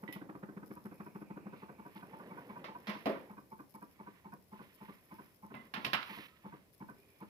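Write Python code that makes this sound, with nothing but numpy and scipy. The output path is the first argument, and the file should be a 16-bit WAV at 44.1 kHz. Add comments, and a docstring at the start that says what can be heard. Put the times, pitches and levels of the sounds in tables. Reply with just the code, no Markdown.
"""Suction pump under a turntable

A small pump knocks in pairs, out-stroke and return, slower as the vacuum builds: each stroke rings the
valve housing and cabinet and puffs air. A catch clicks, a plastic clamp is put down and hard things
clack nearby, ringing and rattling. Cloth rustles and the hand-held phone ticks and crackles.
The quiet furnished room is heard through two phone microphones of different colour."""
import sys
import numpy as np
from scipy import signal
from scipy.fft import rfft, irfft, next_fast_len
from scipy.io import wavfile

SR = 44100
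rng = np.random.default_rng(int(sys.argv[2]) if len(sys.argv) > 2 else 0)


def store_wav(level_fs):
    """Save 16-bit WAV to argv[1]."""
    pcm = np.round(np.clip(np.atleast_2d(level_fs), -1, 1) * 32767)
    wavfile.write(sys.argv[1], SR, pcm.T.astype(np.int16))


N = 321481

# Noise spectra of the background, handling, rattles and valve air: frequency_hz, density_db
FLOOR_SPECTRUM = [(15, -32), (25, -11), (92, 1), (384, -6), (624, -10), (1040, -16), (1290, -21),
                  (2220, -18), (2840, -22), (5140, -23), (7310, -26), (12500, -23), (16000, -21.5)]
CRACKLE_SPECTRUM = [(3500, -17), (4900, -9.5), (5250, 1), (5600, -15), (9000, -21.5), (10800, -2),
                    (13000, -4), (15500, -10.5)]
RUB_SPECTRUM = [(60, -37), (110, -5), (200, 3), (540, 0.5), (640, -6.5), (1000, -6.5), (1250, -17.5),
                (2000, -19.5), (3000, -46)]
RUSTLE_SPECTRUM = [(590, -53.5), (1000, 1.5), (1120, -2.5), (1670, -10), (1790, -6), (3460, -13),
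                   (4170, -16.5), (5300, -25), (6200, -31), (7700, -42.5), (12300, -26), (16000, -22)]
CATCH_RATTLE = [(470, -58), (800, -29), (1060, -6), (1740, -23), (1950, -1), (2390, -9), (3730, -16),
                (9000, -48), (11700, -71), (19800, -120)]
CLAMP_RATTLE = [(100, -50), (165, -32), (215, -1.5), (365, 1), (645, 3.5), (800, -5), (1100, 2.5),
                (1500, -4.5), (2000, -5), (3000, -13.5), (4200, -18), (5400, -23.5), (6500, -37),
                (9000, -54), (12000, -77)]
CLACK_RATTLE = [(59, -48), (100, -6), (266, 3.5), (451, -6), (1370, 6.5), (1560, -1), (2750, -2.5),
                (5410, -15), (5950, -29.5), (9000, -42), (11700, -65.5), (19800, -120)]
PUFF_SPECTRUM = [(100, -52), (300, 13.5), (700, 4.5), (1300, 8), (1700, -4.5), (2400, -11.5), (3200, -23),
                 (6000, -38)]
# Reverberation time of the room: frequency_hz, t60_s
ROOM_DECAY = [(100, 0.4), (1000, 0.2), (4000, 0.39), (12000, 0.23)]
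# Response of the left microphone over the right: frequency_hz, gain_db
LEFT_OVER_RIGHT = [(200, 1), (600, -1), (1200, -1.5), (1800, -15), (2500, -14.5), (3500, -8.5), (5000, 2),
                   (8000, 10), (15000, 10.5)]
# Faint lingering tones: start_s, end_s, pitch_hz, width_hz, level_db
FAINT_TONES = [(5.54, 5.62, 228, 25, -56), (5.63, 5.71, 228, 40, -57), (5.54, 5.63, 2040, 40, -62),
               (5.64, 5.7, 2040, 60, -72), (6.28, 6.44, 1290, 60, -75), (6.92, 7.16, 395, 35, -70),
               (6.95, 7.29, 2390, 200, -82), (.9, 1.35, 2400, 350, -78), (1.25, 2.2, 2450, 400, -78),
               (2.875, 2.98, 208, 30, -52), (2.88, 2.98, 1060, 70, -54), (2.875, 2.94, 1980, 80, -59)]
# Spells of ticking and crackle in the phone: start_s, end_s, crackle_db
TICK_SPELLS = [(0, 0.214, -78), (0.64, 1.25, -82.5), (1.775, 2.62, -85.5), (2.747, 3.944, -86.5),
               (4.3, 6.298, -92), (6.72, 7.277, -87)]
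# Quick runs of four ticks: start_s, level_db
TICK_RUNS = [(0.661, -60), (.7198, -62.5), (3.695, -65), (3.741, -58.5), (4.7425, -61), (6.73, -63)]
# Envelope of the low rubbing: time_s, level_db
RUB_LEVELS = [(0, -64.5), (1.5, -70.5), (1.95, -72.5), (2.25, -56), (2.6, -57.5), (2.9, -68.5),
              (3.2, -52.5), (3.4, -77.5), (5.5, -81), (5.62, -65), (5.72, -69), (5.85, -65), (6.2, -65),
              (6.35, -88), (7.29, -78)]
# Swishes of cloth and hand: peak_s, rise_s, fall_s, level_db, treble_gain_db, top_octave_db
SWISHES = [(.85, 0.18, .4, -89, 3, -110), (1.6, .1, 0.079, -69.5, 1.5, -86),
           (1.965, 0.048, 0.066, -69, 6.5, -85), (2.45, 0.85, .7, -67, -11.5, -99),
           (3.0, 0.19, 0.33, -64.5, -8, -83), (4.1, 0.29, .25, -71.5, -10.5, -95),
           (4.6, 0.11, 0.22, -71.5, 1, -86), (4.88, 0.16, 0.19, -67, -3.5, -82),
           (5.2, 0.2, 0.23, -70.5, -7, -79.5), (5.62, 0.16, .12, -66, -11, -100),
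           (5.85, 0.095, 0.51, -59, 4, -88), (6.169, .17, 0.13, -61, 8.5, -70),
           (6.55, 0.26, 0.13, -73, -8, -109), (7.29, 0.76, 0.089, -80, 5.5, -106)]
# Impacts: start_s, level_db, bass_gain_db, treble_gain_db, top_gain_db, rattle_t60_s, left_lag_samples
CATCH_BLOWS = [(.078, -51.5, 8.5, -11.5, -40, 0.29, 8.5), (.125, -47, 5.5, 4.5, 7, 0.24, 11)]
CLAMP_BLOWS = [(2.642, -38.5, -26, 6.5, -20, 0.25, -13.5), (2.870, -36, -8, 9, -14, 0.42, -10),
               (2.895, -35, -21, 7, -13, 0.13, -17), (2.93, -54, -7, 2, -42, 0.14, -9),
               (3.057, -27.5, 8.5, 4.5, -19.5, 0.14, 5), (3.067, -32, 11, -16, -19, 0.19, -14),
               (3.094, -37, 7, 2, -19, 0.26, -3), (3.127, -46, 4, -16, -36, 0.52, -14)]
CLACK_BLOWS = [(5.541, -47, 14.5, -21, -40, 0.28, -12.5), (5.738, -30.5, 0.5, 4.5, -14.5, 0.16, -13.5),
               (5.762, -39, 5, -13, -37, 0.19, -7), (5.777, -48.5, 12.5, -13, -30, 0.53, -18),
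               (5.847, -27.5, -4, 12.5, -9.5, 0.067, -15), (5.862, -33.5, 6.5, 8, -12, 0.17, -7),
               (5.932, -19, -2, 4.5, -16, 0.1, -13), (5.944, -30.5, -10, -1, -18, 0.4, -6.5),
               (6.028, -36.5, -27, 12, -44, 0.026, -13)]
# Modes of the struck objects, and of valve housing and cabinet on each stroke: pitch_hz, gain_db, t60_s
CATCH_MODES = [(1030, -14, .1), (1965, 4, 0.12), (2090, -18, .07), (3030, -8.5, 0.14), (3740, -17, 0.087)]
CLAMP_MODES = [(217.7, -10, 0.28), (296, -24, 0.099), (443, -15, 0.14), (515, -12.5, 0.21),
               (550, -10, 0.28), (669, -5, 0.21), (724, -21, 0.13), (1080, -18, 0.19)]
CLACK_MODES = [(134.5, -9.5, 0.17), (215, -13, 0.32), (810, -25, 0.37), (1066, -7.5, 0.49),
               (1440, -20, 0.085), (1470, -22, .12), (1670, -12, 0.14), (2310, -8, 0.05),
               (2370, -35, 0.061), (2630, -12.5, 0.087), (3480, -20, 0.17)]
OUT_VALVE_MODES = [(890.5, 2, 0.11), (1020, 1.5, 0.058), (1128, -5, 0.076), (712, -14, 0.062),
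                   (1670, -24, 0.027), (2260, -9.5, 0.022)]
RETURN_VALVE_MODES = [(980, 10.5, 0.06), (892, -2, 0.025), (1062.7, 6, 0.064), (1158, 0.5, 0.073),
                      (710, -2.5, 0.084), (1522, 5, 0.033), (2447, -11.5, 0.035)]
OUT_CABINET_MODES = [(205.8, 1.5, 0.028), (181, -32.5, 0.011), (320, -8, 0.07), (374.7, -13, 0.1),
                     (506, -23, 0.049)]
RETURN_CABINET_MODES = [(207.7, 3, 0.024), (154.3, -12, 0.11), (306, 3, 0.039), (386, -3.5, 0.046),
                        (487, -20, 0.085)]
# Pump cycles, ever further apart: start_s, out_thump_db
PUMP_CYCLES = [(.028, -33), (0.154, -33.5), (.288, -32.5), (.425, -32), (0.564, -32), (0.703, -33.5),
               (.85, -32.5), (.996, -32), (1.147, -33), (1.298, -35.5), (1.458, -35), (1.621, -37),
               (1.787, -39), (1.956, -39.5), (2.13, -38.5), (2.308, -40.5), (2.493, -38.5), (2.682, -37),
               (2.878, -33), (3.084, -31), (3.297, -37.5), (3.516, -43), (3.745, -42), (3.993, -39.5),
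               (4.249, -41), (4.521, -42), (4.809, -41), (5.11, -40.5), (5.429, -44), (5.761, -43.5),
               (6.093, -40.5), (6.443, -39), (6.805, -38), (7.209, -37)]
# Strokes as the vacuum builds: time_s, return_wait_ms, out_tick_db, return_tick_db, return_thump_db
VACUUM_BUILD = [(0, 56, -53, -60, -38), (.75, 63.5, -61, -56, -42.5), (1.15, 66.2, -53, -55, -39),
                (1.45, 68, -51.5, -55.5, -39.5), (2.3, 68.4, -44, -49, -49), (2.9, 71, -43.5, -49.5, -44.5),
                (3.399, 76.5, -47.5, -52.5, -45), (4.3, 75, -48, -51, -44.5),
                (5.098, 76.4, -47.5, -54, -43.5), (7.29, 84.5, -45.5, -51, -45)]


def amp(db):
    """Amplitude ratio of a level in decibels."""
    return 10 ** (np.asarray(db) / 20)


def unit_rms(x):
    """Normalisation to unit mean power."""
    return x / np.sqrt(np.mean(x ** 2) + 1e-20)


def at_hz(points, hz):
    """Interpolation on a logarithmic frequency axis."""
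    knots_hz, values = np.transpose(points)
    return np.interp(np.log(hz + 1), np.log(knots_hz), values)


def filtered(x, kind, hz, order=2):
    """A maximally flat low-, high- or band-pass filter."""
    return signal.sosfilt(signal.butter(order, hz, kind, fs=SR, output="sos"), x)


def colour(x, curve, power=1):
    """Zero-phase spectral weighting by a gain curve raised to a power."""
    size = next_fast_len(N)
    hz = np.arange(size // 2 + 1) * SR / size
    return irfft(rfft(x, size) * amp(power * at_hz(curve, hz)), size)[..., :N]


def noise(spectrum, shape=N):
    """Spectrally shaped noise of unit power."""
    return unit_rms(colour(rng.standard_normal(shape), spectrum))


def drift(hz):
    """Random fluctuation: low-passed noise of unit power."""
    pole = np.exp(-2 * np.pi * hz / SR)
    return unit_rms(signal.lfilter([1], [1, -2 * pole, pole * pole], rng.standard_normal(N + SR))[SR:])


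def ring(x, hz, t60):
    """A damped resonator: its impulse response is a decaying sine."""
    r, w = amp(-60 / (max(t60, .003) * SR)), 2 * np.pi * hz / SR
    return signal.lfilter([0, np.sin(w)], [1, -2 * r * np.cos(w), r * r], x)


def strike(times, levels_db, modes, soft_s=0.012, spread_db=2.3):
    """Modal superposition: contacts drive each mode unevenly, and a soft contact makes the ring swell."""
    at = np.minimum(np.round(np.asarray(times) * SR).astype(int), N - 1)
    scatter_db = spread_db * rng.standard_normal((len(at), len(modes)))
    out = 0
    for k, (hz, gain_db, t60) in enumerate(modes):
        impulses = np.full(N, 1e-18)
        np.add.at(impulses, at, amp(levels_db + gain_db + scatter_db[:, k]))
        swell_s = max(soft_s, 3 / hz)
        force = ring(impulses, hz, swell_s) * 2 * np.log(1000) / (swell_s * SR)
        out = out + ring(force, hz, t60)
    return out


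def lagged(x, samples):
    """Path difference: a source reaches the left microphone some samples after the right."""
    at = np.arange(N)
    return np.array([np.interp(at - samples / 2, at, x), np.interp(at + samples / 2, at, x)])


def noise_floor():
    """Coherence: low room hum is common to both sides, microphone hiss is independent."""
    sources = noise(FLOOR_SPECTRUM, (3, N))
    hum, hiss = filtered(sources[0], "low", 700), sources[1:]
    return amp(-68.5) * unit_rms(hum + hiss - 0.55 * filtered(hiss, "low", 700))


def room(x):
    """Reverberation: ten feedback delays a side, their loss set by the reverberation time."""
    size = next_fast_len(N + SR // 2)
    hz = np.arange(size // 2 + 1) * SR / size
    t60, spectrum, out = at_hz(ROOM_DECAY, hz), rfft(x, size), []
    for delays_s in rng.uniform(.008, 0.046, (2, 10)):
        loops = [amp(-60 * d / t60) * np.exp(-2j * np.pi * hz * d) for d in delays_s]
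        response = sum((-1) ** k * loop / (1 - loop) for k, loop in enumerate(loops))
        out.append(irfft(spectrum * response, size)[:N])
    return np.array(out)


def faint_tones():
    """Narrow resonances give noise a pitch; each tone swells and fades."""
    out, t = 0, np.arange(N) / SR
    for start, end, hz, width, level_db in FAINT_TONES:
        band = filtered(rng.standard_normal(N), "band", [hz - width / 2, hz + width / 2])
        progress = np.clip((t - start) / (end - start), 0, 1)
        swell = np.sqrt(np.sin(np.pi * np.sqrt(progress)) + 1e-12)
        out = out + amp(level_db) * swell * unit_rms(band)
    return out


def phone_crackle(swish_top):
    """Amplitude modulation: the phone's ticks and crackle and the swishes' top octave shape one hiss."""
    t, crackle_level = np.arange(N) / SR, amp(-82.5)
    period_s, pair_gap_s, run_step_s = .102406, .016, .006
    clock = np.arange(.0214, N / SR - .05, period_s)
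    awake, ticks = np.zeros(len(clock)), np.zeros(N)
    for start, end, level_db in TICK_SPELLS:
        crackle_level += amp(level_db) * np.clip(np.minimum(t - start, end - t) / 0.023, 0, 1)
        awake += (clock > start) & (clock < end)
    scatter = rng.standard_normal((len(clock), 2))
    ticks[(clock * SR).astype(int)] = awake * amp(-66 + 1.5 * scatter[:, 0])
    ticks[((clock + pair_gap_s) * SR).astype(int)] = awake * amp(-66.5 + 4 * scatter[:, 1])
    for start, level_db in TICK_RUNS:
        ticks[((start + run_step_s * np.arange(4)) * SR).astype(int)] = amp(level_db)
    specks = rng.random(N) < 120 * amp(5 * drift(20)) / SR   # a wandering rate makes clumps
    sizes = amp(3.2 * np.minimum(rng.exponential(1, N), 4))
    crackle = crackle_level * unit_rms(signal.lfilter([1], [1, -.98], specks * sizes) + 1.06)
    envelope = crackle + signal.lfilter([1], [1, -.985], ticks) + swish_top
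    return envelope * noise(CRACKLE_SPECTRUM, (2, N))


def rubbing(returns):
    """Friction noise, low and patchy; a wash of the same noise follows each return of the pump."""
    t = np.arange(N) / SR
    level = amp(np.interp(t, *np.transpose(RUB_LEVELS)))
    wash_db, rise_s, t60 = -14.5, 0.043, 0.25
    for start, _, _, thump_db in returns:
        age = np.maximum(t - start, 0)
        level += amp(thump_db + wash_db - 60 * age / t60) * np.minimum(age / rise_s, 1)
    return level * amp(2 * drift(3.2)) * noise(RUB_SPECTRUM)


def cloth_swishes():
    """Sliding friction of cloth and hand: bell-shaped swells of noise, and their top-octave envelope."""
    t, dull, bright, top = np.arange(N) / SR, 0, 0, 0
    for peak_s, rise, fall, level_db, treble_db, top_db in SWISHES:
        swell = amp(-19.5 * ((t - peak_s) / np.where(t < peak_s, rise, fall)) ** 2)
        dull += amp(level_db) * swell
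        bright += amp(level_db + treble_db) * swell
        top += amp(top_db) * swell
    friction = amp(2.05 * drift(35)) * noise(RUSTLE_SPECTRUM)
    return dull * filtered(friction, "low", 2800) - bright * filtered(friction, "high", 2800), top


def impacts(blows, modes, rattle_spectrum, ring_db):
    """Free vibration after impact: modes ring over a decaying rattle whose colour varies by blow."""
    sources = noise(rattle_spectrum, (3, N))
    direct = sources[0]
    scattered = filtered(sources[1:], "high", 500, order=1)   # differs at each microphone
    top = noise(CRACKLE_SPECTRUM, (2, N))
    out = np.zeros((2, N))
    for start, level_db, bass_db, treble_db, top_db, t60, lag in blows:
        rattle = lagged(direct, lag) + 0.92 * scattered
        bass_shelf = (amp(bass_db) - 1) * filtered(rattle, "low", 800)
        treble_shelf = (amp(treble_db) - 1) * filtered(rattle, "high", 2500)
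        age = np.maximum(np.arange(N) / SR - start, 0)
        envelope = amp(level_db - 10 - 60 * age / t60) * np.minimum(age * 2000, 1)
        out += envelope * (rattle + bass_shelf + treble_shelf + amp(top_db - 60 * age / 0.15) * top)
    starts, levels_db, bass_db, *_, lags = np.transpose(blows)
    rings = strike(starts, levels_db + bass_db + ring_db, modes, soft_s=.004, spread_db=2.5)
    return filtered(out + lagged(rings, lags[0]), "high", 110)   # light things give no deep bass


def stroke_schedule():
    """Growing load slows the piston. Out-strokes and returns: start_s, tick_db, travel_ms, thump_db."""
    starts, thump_db = np.transpose(PUMP_CYCLES)
    times, *columns = np.transpose(VACUUM_BUILD)
    wait_ms, tick_db, back_tick_db, back_thump_db = [np.interp(starts, times, c) for c in columns]
    slowing_ms = 1.7 * starts
    outs = np.transpose([starts, tick_db, 10.59 + slowing_ms, thump_db])
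    returns = np.transpose([starts + wait_ms / 1000, back_tick_db, 7.5 + slowing_ms, back_thump_db])
    return outs, returns[returns[:, 0] < N / SR]


def pump(strokes, valve, cabinet, judder_db, rebound_db, second_ring_db, puff_db):
    """Stick-slip and impact: the valve opens, the piston judders to its stop and pushes out air."""
    starts, tick_db, travel_ms, thump_db = np.transpose(strokes)
    ends = starts + travel_ms / 1000
    contact = ends - .005
    slip_s = 0.003996 * rng.uniform(.6, 1.4, (len(starts), 3))
    out = np.zeros(N)
    for k, gain_db in enumerate([-10, -7.5, -5]):   # the valve opens in three uneven slips
        slip = np.maximum(starts + (k - 1) * slip_s[:, k], 0)
        out += strike(slip, tick_db + gain_db, valve, soft_s=0.015)
    out += strike(contact + 0.00309, tick_db + rebound_db, valve[1:])
    # The valve's ring swells once more about 33 ms later.
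    out += strike(starts + 0.033, tick_db + second_ring_db, valve[:2])
    out += strike(contact, thump_db - 1.5, cabinet, soft_s=0.027)   # the end stop
    # The piston slips once per swing of the main cabinet mode, which builds up towards the stop.
    main_hz = cabinet[0][0]
    for k in range(1, 5):
        slip = contact - k / main_hz * (1 + 0.1 * rng.standard_normal(len(starts)))
        before_stroke = slip < starts - .002
        slip_db = thump_db + judder_db - 0.37 * k - 60 * before_stroke
        out += strike(np.maximum(slip, 0), slip_db, cabinet[:1])
    t, flow = np.arange(N) / SR, np.zeros(N)
    for start, end, level_db in zip(starts, ends, thump_db + puff_db):
        swell = np.clip((t - start) / (end - start), 0, 1)
        flow += swell * amp(level_db - 60 * np.maximum(t - end, 0) / 0.066)
    puff = flow * amp(0.68 * drift(132)) * noise(PUFF_SPECTRUM)
    return filtered(out + puff, "high", 110, order=4)   # a small cabinet radiates no deep bass


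def scene():
    """Superposition of direct sound and reverberation at two unlike microphones, over the noise floor."""
    outs, returns = stroke_schedule()
    knocks = pump(outs, OUT_VALVE_MODES, OUT_CABINET_MODES,
                  judder_db=-6.5, rebound_db=-22, second_ring_db=-8, puff_db=-15.5)
    knocks += pump(returns, RETURN_VALVE_MODES, RETURN_CABINET_MODES,
                   judder_db=-4, rebound_db=-17, second_ring_db=-37, puff_db=-12.5)
    hits = impacts(CATCH_BLOWS, CATCH_MODES, CATCH_RATTLE, ring_db=-8)
    hits += impacts(CLAMP_BLOWS, CLAMP_MODES, CLAMP_RATTLE, ring_db=-10.5)
    hits += impacts(CLACK_BLOWS, CLACK_MODES, CLACK_RATTLE, ring_db=-14)
    rub = rubbing(returns)
    cloth, swish_top = cloth_swishes()
    rustle = lagged(rub + cloth, 8.5)
    crackle = phone_crackle(swish_top)
    direct = lagged(knocks, 11.03) + lagged(faint_tones(), 1.7) + hits + rustle
    reverb = room(amp(-15.5) * knocks + amp(-19.5) * hits.mean(axis=0) + amp(-25) * rustle.mean(axis=0))
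    left, right = direct + reverb + crackle
    microphones = np.array([colour(left, LEFT_OVER_RIGHT, .5), colour(right, LEFT_OVER_RIGHT, -.5)])
    return microphones + noise_floor()


def record(dry):
    """Band limiting: the microphones lose the deep bass, and the top is cut steeply."""
    top_cut = signal.cheby2(14, 60, 16150, fs=SR, output="sos")
    return signal.sosfilt(top_cut, filtered(dry, "high", 45))


dry = scene()
out = record(dry)
store_wav(out)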